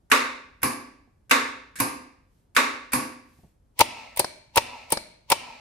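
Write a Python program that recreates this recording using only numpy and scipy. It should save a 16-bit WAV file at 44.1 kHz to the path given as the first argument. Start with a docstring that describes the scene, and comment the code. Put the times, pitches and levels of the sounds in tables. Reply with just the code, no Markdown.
"""A workshop, microphones a few steps from a boat engine whose starter is jumped from a battery.
Three times the lead sparks on the post, the solenoid slams in, the lead sparks again and it drops out;
block and room ring, but nothing turns. A sleeve swishes and the lead is put down with soft bumps.
Then, close by on the concrete floor, a loose starter: three times its pinion shoots out with a steel
clack and whirrs briefly; the first two times it snaps back on its spring. The room rumbles faintly."""
import sys
import numpy as np
from scipy import signal
from scipy.fft import rfft, irfft, next_fast_len
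from scipy.io import wavfile
from scipy.ndimage import uniform_filter1d

SR = 44100
rng = np.random.default_rng(int(sys.argv[2]) if len(sys.argv) > 2 else 0)


def inscribe(sig):
    """Save sig as 16-bit PCM at rate SR to the path in sys.argv[1].

    A 1-D sig is mono; a 2-D sig holds one channel per row.
    Samples are clipped to [-1, 1] before scaling.
    """
    pcm = np.round(np.clip(np.atleast_2d(sig).T, -1, 1) * 32767)
    wavfile.write(sys.argv[1], SR, pcm.astype(np.int16))


N = 247047
T = np.arange(SR) / SR  # the second that follows a blow

# the solenoid on the engine slams in and drops out: time_s, level_db, spark_db
PULL_IN = [(.1150, -15, -32), (1.31, -15.5, -33.5), (2.564, -16.5, -30.5)]
DROP_OUT = [(0.6297, -22, -38), (1.7995, -22.5, -31.5), (2.9318, -22.5, -27.5)]
# the loose starter's pinion hits its stop: time_s, travel_s, level_db, lever_db
THROWS = [(3.8126, .0218, -2, -10), (4.579, .0212, -3.5, -8.5), (5.3237, .0234, -4, -14)]
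# the pinion snaps back after the first two throws: time_s, level_db
RETURNS = [(4.193, -10.5), (4.9207, -11.5)]
# spectrum of the starter knocking on concrete: freq_hz, level_db
CONCRETE = [(20, -36), (50, 0), (110, -3), (230, -2.5), (560, -0.5), (950, 0), (1300, -16.5), (1800, -11),
            (3000, -19), (4600, -6), (7000, -18), (10000, -7), (15000, -42.5)]
# how alike the two microphones hear far and near sounds: freq_hz, correlation
ALIKE_FAR = [(100, 0.91), (300, .7), (600, 0), (1200, 0), (2500, .35), (5000, 0.21), (12000, 0.025)]
ALIKE_NEAR = [(100, 1), (900, 0.73), (2500, 0.08), (5000, 0.13), (9000, 0.14), (13000, 0.48)]


def mounted_starter():
    """The starter on the engine and its battery lead, a few steps off and slightly to the right."""
    return (pull_in() + drop_out() + lead_sparks() + lead_bumps()) * amp([[-.5], [.5]])


def pull_in():
    """The solenoid slams its plunger home and the engine rings."""
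    # spectra of the crack and the ring: freq_hz, level_db
    crack = [(30, -32.5), (100, -21), (700, -14.5), (1100, -10.5), (1550, -3), (2600, -2), (3200, -11.5),
             (4500, -14.5), (7500, -15), (11400, -19), (13500, -20), (16000, -33)]
    ring = [(25, -41), (70, -27.5), (180, -28.5), (245, -8), (350, -14), (490, -4), (720, -11.5),
            (1100, 1.5), (1700, -2.5), (2600, -4.5), (3200, -16.5), (3650, -8), (4400, -13.5),
            (7500, -17.5), (12000, -19), (15500, -36.5)]
    # narrow resonances in the ring: pitch_hz, width_hz, lift_db
    peaks = [(1100, 35, 3), (2110, 80, 0)]
    return engine_blows(PULL_IN, crack, ring, peaks, crack_db=8.5, rise_s=.0018, hold_s=.002,
                        t60_s=.05, swell_s=.0077, modes_db=-8.5, tilt_db=1.5)


def drop_out(recoil_s=.0117, recoil_db=-14.5):
    """The plunger drops back with a shorter crack; the recoil thuds into the pallet."""
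    # spectra of the crack, the ring and the pallet's thud: freq_hz, level_db
    crack = [(100, -15.5), (450, -26.5), (950, -1.5), (1300, -14), (2400, 2), (3000, -14.5), (7500, -12),
             (9300, -3), (13300, -3), (15500, -17)]
    ring = [(25, -36), (60, -15.5), (120, -4), (180, -11), (265, 7.5), (420, -11.5), (750, -5.5),
            (1060, 2.5), (1400, -10.5), (2500, -6.5), (3250, -22), (4300, -14), (8000, -15.5),
            (11000, -2.5), (15000, -28.5)]
    pallet = [(20, -52), (50, -33.5), (85, -9.5), (125, -2), (180, -11.5), (280, -8.5), (400, -25),
              (1000, -43), (4000, -82)]
    # narrow resonances in the ring: pitch_hz, width_hz, lift_db
    peaks = [(1100, 40, 3), (4900, 160, 5)]
    blows = engine_blows(DROP_OUT, crack, ring, peaks, crack_db=7, rise_s=.0021, hold_s=.0043,
                         t60_s=.019, swell_s=.0044, modes_db=-7, tilt_db=-.8)
    recoils = [(s + recoil_s, db + recoil_db) for s, db, _ in DROP_OUT]
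    return blows + taps(recoils, pallet, ALIKE_NEAR, hold_s=.011, t60_s=.24)


def engine_blows(blows, crack, ring, peaks, crack_db, rise_s, hold_s, t60_s, swell_s, modes_db, tilt_db):
    """The plunger cracks against its stop; block and room swell up behind it and ring out."""
    # damped resonances of the solenoid case: pitch_hz, width_hz, lift_db
    case = [(1490, 96, 12), (2250, 150, -6.5), (2640, 180, 1.5), (3730, 250, 6.5), (10300, 100, -1),
            (13200, 63, 1.5)]
    out = np.zeros((2, N))
    early = 1 + .56 * np.exp(-T / .029)  # floor and near walls answer first
    for s, db, _ in blows:
        add(out, s, amp(db + crack_db) * burst(crack, ALIKE_FAR, rise_s, hold_s, t60_s, case))
        body = noise(ring, ALIKE_FAR, peaks) * early + amp(modes_db) * block_ring(tilt_db)
        add(out, s, amp(db) * room_decay(body) * (1 - np.exp(-T / swell_s)))
    return out


def block_ring(tilt_db):
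    """The block's modes, struck at new strengths each time; tilt is per octave."""
    # modes of the engine block and its brackets: pitch_hz, level_db
    modes = [(250, -2), (278, -5.5), (308, -11.5), (388, -12), (425, -15), (515, -10), (925, -5.5),
             (1056, -7), (1131, 0.5), (1160, -4.5), (1212, -10), (1300, -13), (1464, -9.5), (1590, -9.5),
             (1688, -11), (1750, -11.5), (2090, -13), (2283, -10.5), (2370, -11), (2585, -11.5),
             (2725, -17), (3613, -20)]
    hz, db = np.transpose(modes)[:, :, None]
    scatter, phase, spread = rng.standard_normal((3, len(modes), 1))
    strength = amp(db + 1.5 * scatter + tilt_db * np.log2(hz / 1000))
    angle = 2 * np.pi * (hz * T + phase)
    apart = spread * np.minimum(hz / 1500, 1)  # high modes differ in phase between the microphones
    return np.array([(strength * np.sin(angle + side * apart)).sum(0) for side in (-1, 1)])


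def loose_starter(lag_s=.00011, room_db=-16.5):
    """The strokes on the floor, close up and slightly to the left, with a little of the room."""
    strokes = pinion_out() + pinion_back()
    right = np.roll(strokes[1], round(lag_s * SR))  # the left microphone hears them first
    direct = np.array([strokes[0], right])
    return (direct + amp(room_db) * room(strokes)) * amp([[.5], [-.5]])


def pinion_out():
    """The plunger starts, jolts the lever and seats; the pinion hits its stop and rocks the starter."""
    stops = [(s, db) for s, _, db, _ in THROWS]
    starts = [(s - travel_s, db - 12.5) for s, travel_s, db, _ in THROWS]
    levers = [(s - .0107, db) for s, _, _, db in THROWS]
    seats = shifted(stops, -.0063, -11.5)
    seat_jolts = shifted(stops, -.002986, -11.5)  # the housing takes up the seating blow
    out = clacks(starts, knock_db=-6.5, slide_db=-17.5, slide_s=.0034)
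    out += clacks(seats, knock_db=3.5, slide_db=-14, slide_s=.0083)
    out += jolts(levers + seat_jolts + stops)
    return out + taps(shifted(stops, gain_db=-19), CONCRETE, ALIKE_NEAR, hold_s=.00063, t60_s=.029)


def pinion_back(twang_t60_s=.61):
    """The solenoid lets go, the spring snaps the pinion home and shivers; the starter tips and lands."""
    # light clicks of letting go: time_s, level_db
    clicks = [(4.1617, -35), (4.1715, -22.5), (4.9025, -32)]
    # resonances of the mounting flange and the spring: pitch_hz, width_hz, lift_db
    flange = [(1350, 350, 13), (4900, 1000, 8)]
    spring = [(614, 43, 29.5), (910, 50, 23.5), (2280, 130, 18.5), (4230, 180, 18.5)]
    # spectrum of the spring's shiver: freq_hz, level_db
    shiver = [(20, -45), (100, -16.5), (400, -3.5), (1500, 3.5), (6000, 3.5), (10000, -9.5), (13000, -15.5),
              (15500, -26)]
    rocks = shifted(RETURNS, .0042, -7.5)
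    landings = shifted(RETURNS, .051, -8.5)
    out = clacks(clicks, knock_db=-6.5, slide_db=-19.5, slide_s=.007)
    out += clacks(RETURNS, knock_db=-10.5, slide_db=-11.5, slide_s=.01)
    out += jolts(shifted(RETURNS, .003624, -6), tilt_db=-11.5)
    out += taps(rocks, CONCRETE, ALIKE_NEAR, hold_s=.0006, t60_s=.066)
    out += taps(landings, CONCRETE, ALIKE_NEAR, hold_s=.0013, t60_s=.027, peaks=flange)
    for s, db in shifted(RETURNS, .004, -25):
        add(out, s, amp(db) * noise(shiver, ALIKE_FAR, spring) * amp(-60 * T / twang_t60_s))
    return out


def clacks(contacts, knock_db, slide_db, slide_s):
    """The plunger's scrape swells until steel meets steel and knocks the housing."""
    # spectra of the steel contact and the housing's knock: freq_hz, level_db
    steel = [(1000, -20), (3000, -23), (6000, -25.5), (7300, -8), (9000, 8.5), (12000, -4), (14000, 2.5),
             (16000, -12)]
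    knock = [(20, -30), (50, -11.5), (105, -2.5), (240, -35), (560, 2), (740, -5.5), (950, 9), (1300, -21),
             (2200, -2), (3700, -5), (5800, -7), (9000, -20)]
    # resonances of lever and pinion: pitch_hz, width_hz, lift_db
    lever = [(3400, 600, -3), (5600, 500, -3.5), (7400, 420, 2.5), (8500, 320, -9.5), (13400, 440, 5.5)]
    knocks = shifted(contacts, gain_db=knock_db)
    out = taps(contacts, steel, ALIKE_NEAR, hold_s=.002, t60_s=.026, peaks=lever)
    out += taps(knocks, knock, ALIKE_NEAR, hold_s=.004, t60_s=.049)
    t = T[:SR // 5]
    for s, db in knocks:
        scrape = noise(knock, ALIKE_NEAR, size=len(t)) * np.exp(-t[::-1] / slide_s)
        add(out, s - t[-1], amp(db + slide_db) * scrape)
    return out


def jolts(contacts, tilt_db=0):
    """The hollow nose housing rings briefly; tilt is per octave."""
    # modes of the housing: pitch_hz, level_db, t60_s
    modes = [(400, -24, 0.041), (547, -11, .035), (590.6, -11, 0.045), (900, -8.5, 0.017), (915, 0, 0.031),
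             (1134, -3, 0.016), (1305, -10.5, .016), (1940, -6.5, 0.01), (2300, -14, 0.032),
             (2630, -13, 0.012)]
    out, t = np.zeros((2, N)), T[:SR // 5]
    for s, db in contacts:
        ring = 0
        for hz, level_db, t60_s in modes:
            envelope = amp(level_db + tilt_db * np.log2(hz / 1000) - 60 * t / t60_s)
            ring += envelope * np.sin(2 * np.pi * hz * t + rng.normal(0, .34, (2, 1)))
        add(out, s, amp(db) * ring * (1 - np.exp(-t / .00067)))
    return out


def armature(mesh_hz=1090, nose_hz=930, width_hz=40, rasp_hz=2950, shaft_hz=1318,
             fade_db_per_s=24, brake_s=.23, brake_db_per_s=60.5):
    """Kicked by each throw, it coasts: brushes hiss, gear whine sinks through the housing's resonance."""
    # spectrum of the brushes: freq_hz, level_db
    brushes = [(40, -37), (100, -9.5), (190, -20.5), (250, 2), (320, -28.5), (420, -10.5), (540, -3.5),
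               (680, 0), (920, 1), (1500, -17), (2650, -0.5), (3250, -15), (4200, -9), (9000, -27.5),
               (15000, -45)]
    out = np.zeros((2, N))
    speed = np.exp(-.97 * T)  # share of the speed just after the kick
    onset = 1 - np.exp(-T / .012)
    fade = amp(-fade_db_per_s * T - brake_db_per_s * np.maximum(T - brake_s, 0))
    resonance = 1 / np.hypot(1, 2 * (mesh_hz * speed - nose_hz) / width_hz)
    for s, _, db, _ in THROWS:
        angle = 2 * np.pi * np.cumsum(speed * (1 + .054 * flutter(size=90))) / SR
        whine = resonance * np.sin(mesh_hz * angle) * (1 + .5 * flutter(size=300))
        rasp = np.sin(rasp_hz * angle) * flutter(size=150)  # the dry bearing sinks in pitch too
        whirr = (noise(brushes, ALIKE_FAR) + amp(4) * whine + amp(-4) * rasp) * fade
        held_s = min([back - s for back, _ in RETURNS if back > s], default=1)
        gate = np.clip((held_s - T) / .015, 0, 1)  # the shaft rings while the pinion is out
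        shaft = amp(-15 - 20 * T) * np.sin(2 * np.pi * shaft_hz * T) * gate
        add(out, s + .003, amp(db - 38) * (whirr + shaft) * onset)
    return out


def lead_sparks(pull_delay_s=.0148, drop_delay_s=.012):
    """The lead spits on the battery post just before each plunger move, heard mostly off the walls."""
    # a spark as the lead slips: time_s, level_db
    slips = [(1.756, -35.5)]
    # spectrum of a spark: freq_hz, level_db
    colour = [(120, -34), (200, -3.5), (722, -10), (1650, 2), (3560, -15.5), (11300, -4.5), (16000, -25)]
    makes = [(s - pull_delay_s, db) for s, _, db in PULL_IN]
    breaks = [(s - drop_delay_s, db) for s, _, db in DROP_OUT]
    sparks = taps(makes + breaks + slips, colour, ALIKE_FAR, hold_s=.00039, t60_s=.018)
    return sparks + amp(12.5) * room(sparks)


def lead_bumps():
    """The lead is put down softly."""
    # its contacts: time_s, level_db
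    bumps = [(1.075, -57), (3.387, -52.5), (3.434, -49), (3.443, -55)]
    # their dull spectrum: freq_hz, level_db
    colour = [(30, -25), (80, 0), (160, -2.5), (300, -13.5), (550, -20), (750, -15), (1200, -42),
              (3000, -50), (6000, -62)]
    return taps(bumps, colour, ALIKE_NEAR, hold_s=.0047, t60_s=.1)


def sleeve():
    """Cloth brushes on cloth, swelling and fading with each move."""
    # arm moves: start_s, end_s, level_db
    swishes = [(2.236, 2.516, -77.5), (3.124, 3.618, -69.5)]
    # spectrum of the cloth: freq_hz, level_db
    cloth = [(500, -30), (1500, 2), (5000, -0.5), (10000, -0.5), (13000, 0), (16000, -27)]
    out = np.zeros((2, N))
    for start_s, end_s, db in swishes:
        n = round((end_s - start_s) * SR)
        add(out, start_s, amp(db) * noise(cloth, ALIKE_FAR, size=n) * np.hanning(n))
    return out


def room(x):
    """The workshop's walls return a sound as a diffuse tail."""
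    # spectrum of the reflections: freq_hz, level_db
    walls = [(100, -1), (250, 0), (800, -13), (1500, -3.5), (2400, -0.5), (4300, -1.5), (7000, 0),
             (9500, -0.5), (13000, -3.5), (15500, -11)]
    tail = room_decay(noise(walls, ALIKE_FAR)) * (1 - np.exp(-T / .0014))
    return signal.fftconvolve(x.mean(0)[None], tail / np.linalg.norm(tail[0]), axes=1)[:, :N]


def room_decay(x):
    """Each frequency dies away at the workshop's own speed."""
    # reverberation times: freq_hz, t60_s
    decay_times = [(100, 0.47), (260, 0.67), (700, 0.6), (1130, 0.55), (1840, 0.62), (4850, 0.55),
                   (11000, 0.37), (15000, 0.18)]
    hz, t, spectra = signal.stft(x, SR, nperseg=256)
    decay = amp(-60 * t / along(decay_times, hz)[:, None])
    return signal.istft(spectra * decay, SR, nperseg=256)[1][:, :SR]


def room_tone():
    """The workshop's faint, steady rumble."""
    # its spectrum: freq_hz, level_db
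    rumble = [(12, -26), (28, -13.5), (50, -2.5), (90, -6), (170, -13.5), (250, -16.5), (400, -22),
              (900, -29), (2500, -43), (7000, -45), (12000, -45), (16000, -68.5)]
    return amp(-63.5) * noise(rumble, ALIKE_FAR, size=N)


def taps(contacts, colour, alike, hold_s, t60_s, peaks=()):
    """Short contacts of one colour."""
    out = np.zeros((2, N))
    for s, db in contacts:
        add(out, s, amp(db) * burst(colour, alike, .00095, hold_s, t60_s, peaks))
    return out


def burst(colour, alike, rise_s, hold_s, t60_s, peaks):
    """A blow on many close, heavily damped modes: it swells, holds a moment and dies."""
    t = T[:SR // 5]
    shape = (1 - np.exp(-t / rise_s)) * amp(-60 * np.maximum(t - hold_s, 0) / t60_s)
    return unit(noise(colour, alike, peaks, size=len(t)) * shape) * np.sqrt(np.mean(shape ** 2))


def noise(colour, alike, peaks=(), size=SR):
    """Coloured stereo noise of rms 1, with resonances standing out of it."""
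    n = next_fast_len(size)
    hz = np.fft.rfftfreq(n, 1 / SR)
    peak_power = sum(amp(db) ** 2 / (1 + (2 * (hz - centre) / width) ** 2) for centre, width, db in peaks)
    spread = np.arccos(np.clip(along(alike, hz), -1, 1)) / 2
    gain = amp(along(colour, hz)) * np.sqrt(1 + peak_power) * [np.cos(spread), np.sin(spread)]
    mid, side = irfft(rfft(rng.standard_normal((2, n))) * gain, n)[:, :size]
    return unit(np.array([mid + side, mid - side]))


def flutter(size):
    """A second of random wavering of rms 1, smooth over size samples."""
    return unit(uniform_filter1d(rng.standard_normal(SR), size=size))


def shifted(contacts, delay_s=0, gain_db=0):
    """The same contacts, moved in time and level."""
    return [(s + delay_s, db + gain_db) for s, db in contacts]


def add(track, s, sound):
    """Mix a sound into the track from time s on."""
    part = track[:, max(round(s * SR), 0):][:, :sound.shape[-1]]
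    part += sound[..., :part.shape[1]]


def along(points, hz):
    """A curve over frequency, read on a log axis."""
    freqs, values = np.transpose(points)
    return np.interp(np.log(hz + 1), np.log(freqs + 1), values)


def amp(db):
    """Decibels to gain."""
    return 10 ** (np.asarray(db) / 20)


def unit(x):
    """Scaled to rms 1."""
    return x / np.sqrt(np.mean(x ** 2) + 1e-20)


def scene():
    """The far starter, then the close one, over the workshop's rumble."""
    return mounted_starter() + loose_starter() + armature() + sleeve() + room_tone()


def record(dry, top_hz=16000):
    """The loudest peaks are rounded off and the highest treble is cut."""
    rounded = dry / (1 + np.abs(dry) ** 8) ** (1 / 8)
    return signal.sosfiltfilt(signal.butter(10, top_hz, fs=SR, output="sos"), rounded)


dry = scene()
out = record(dry)
inscribe(out)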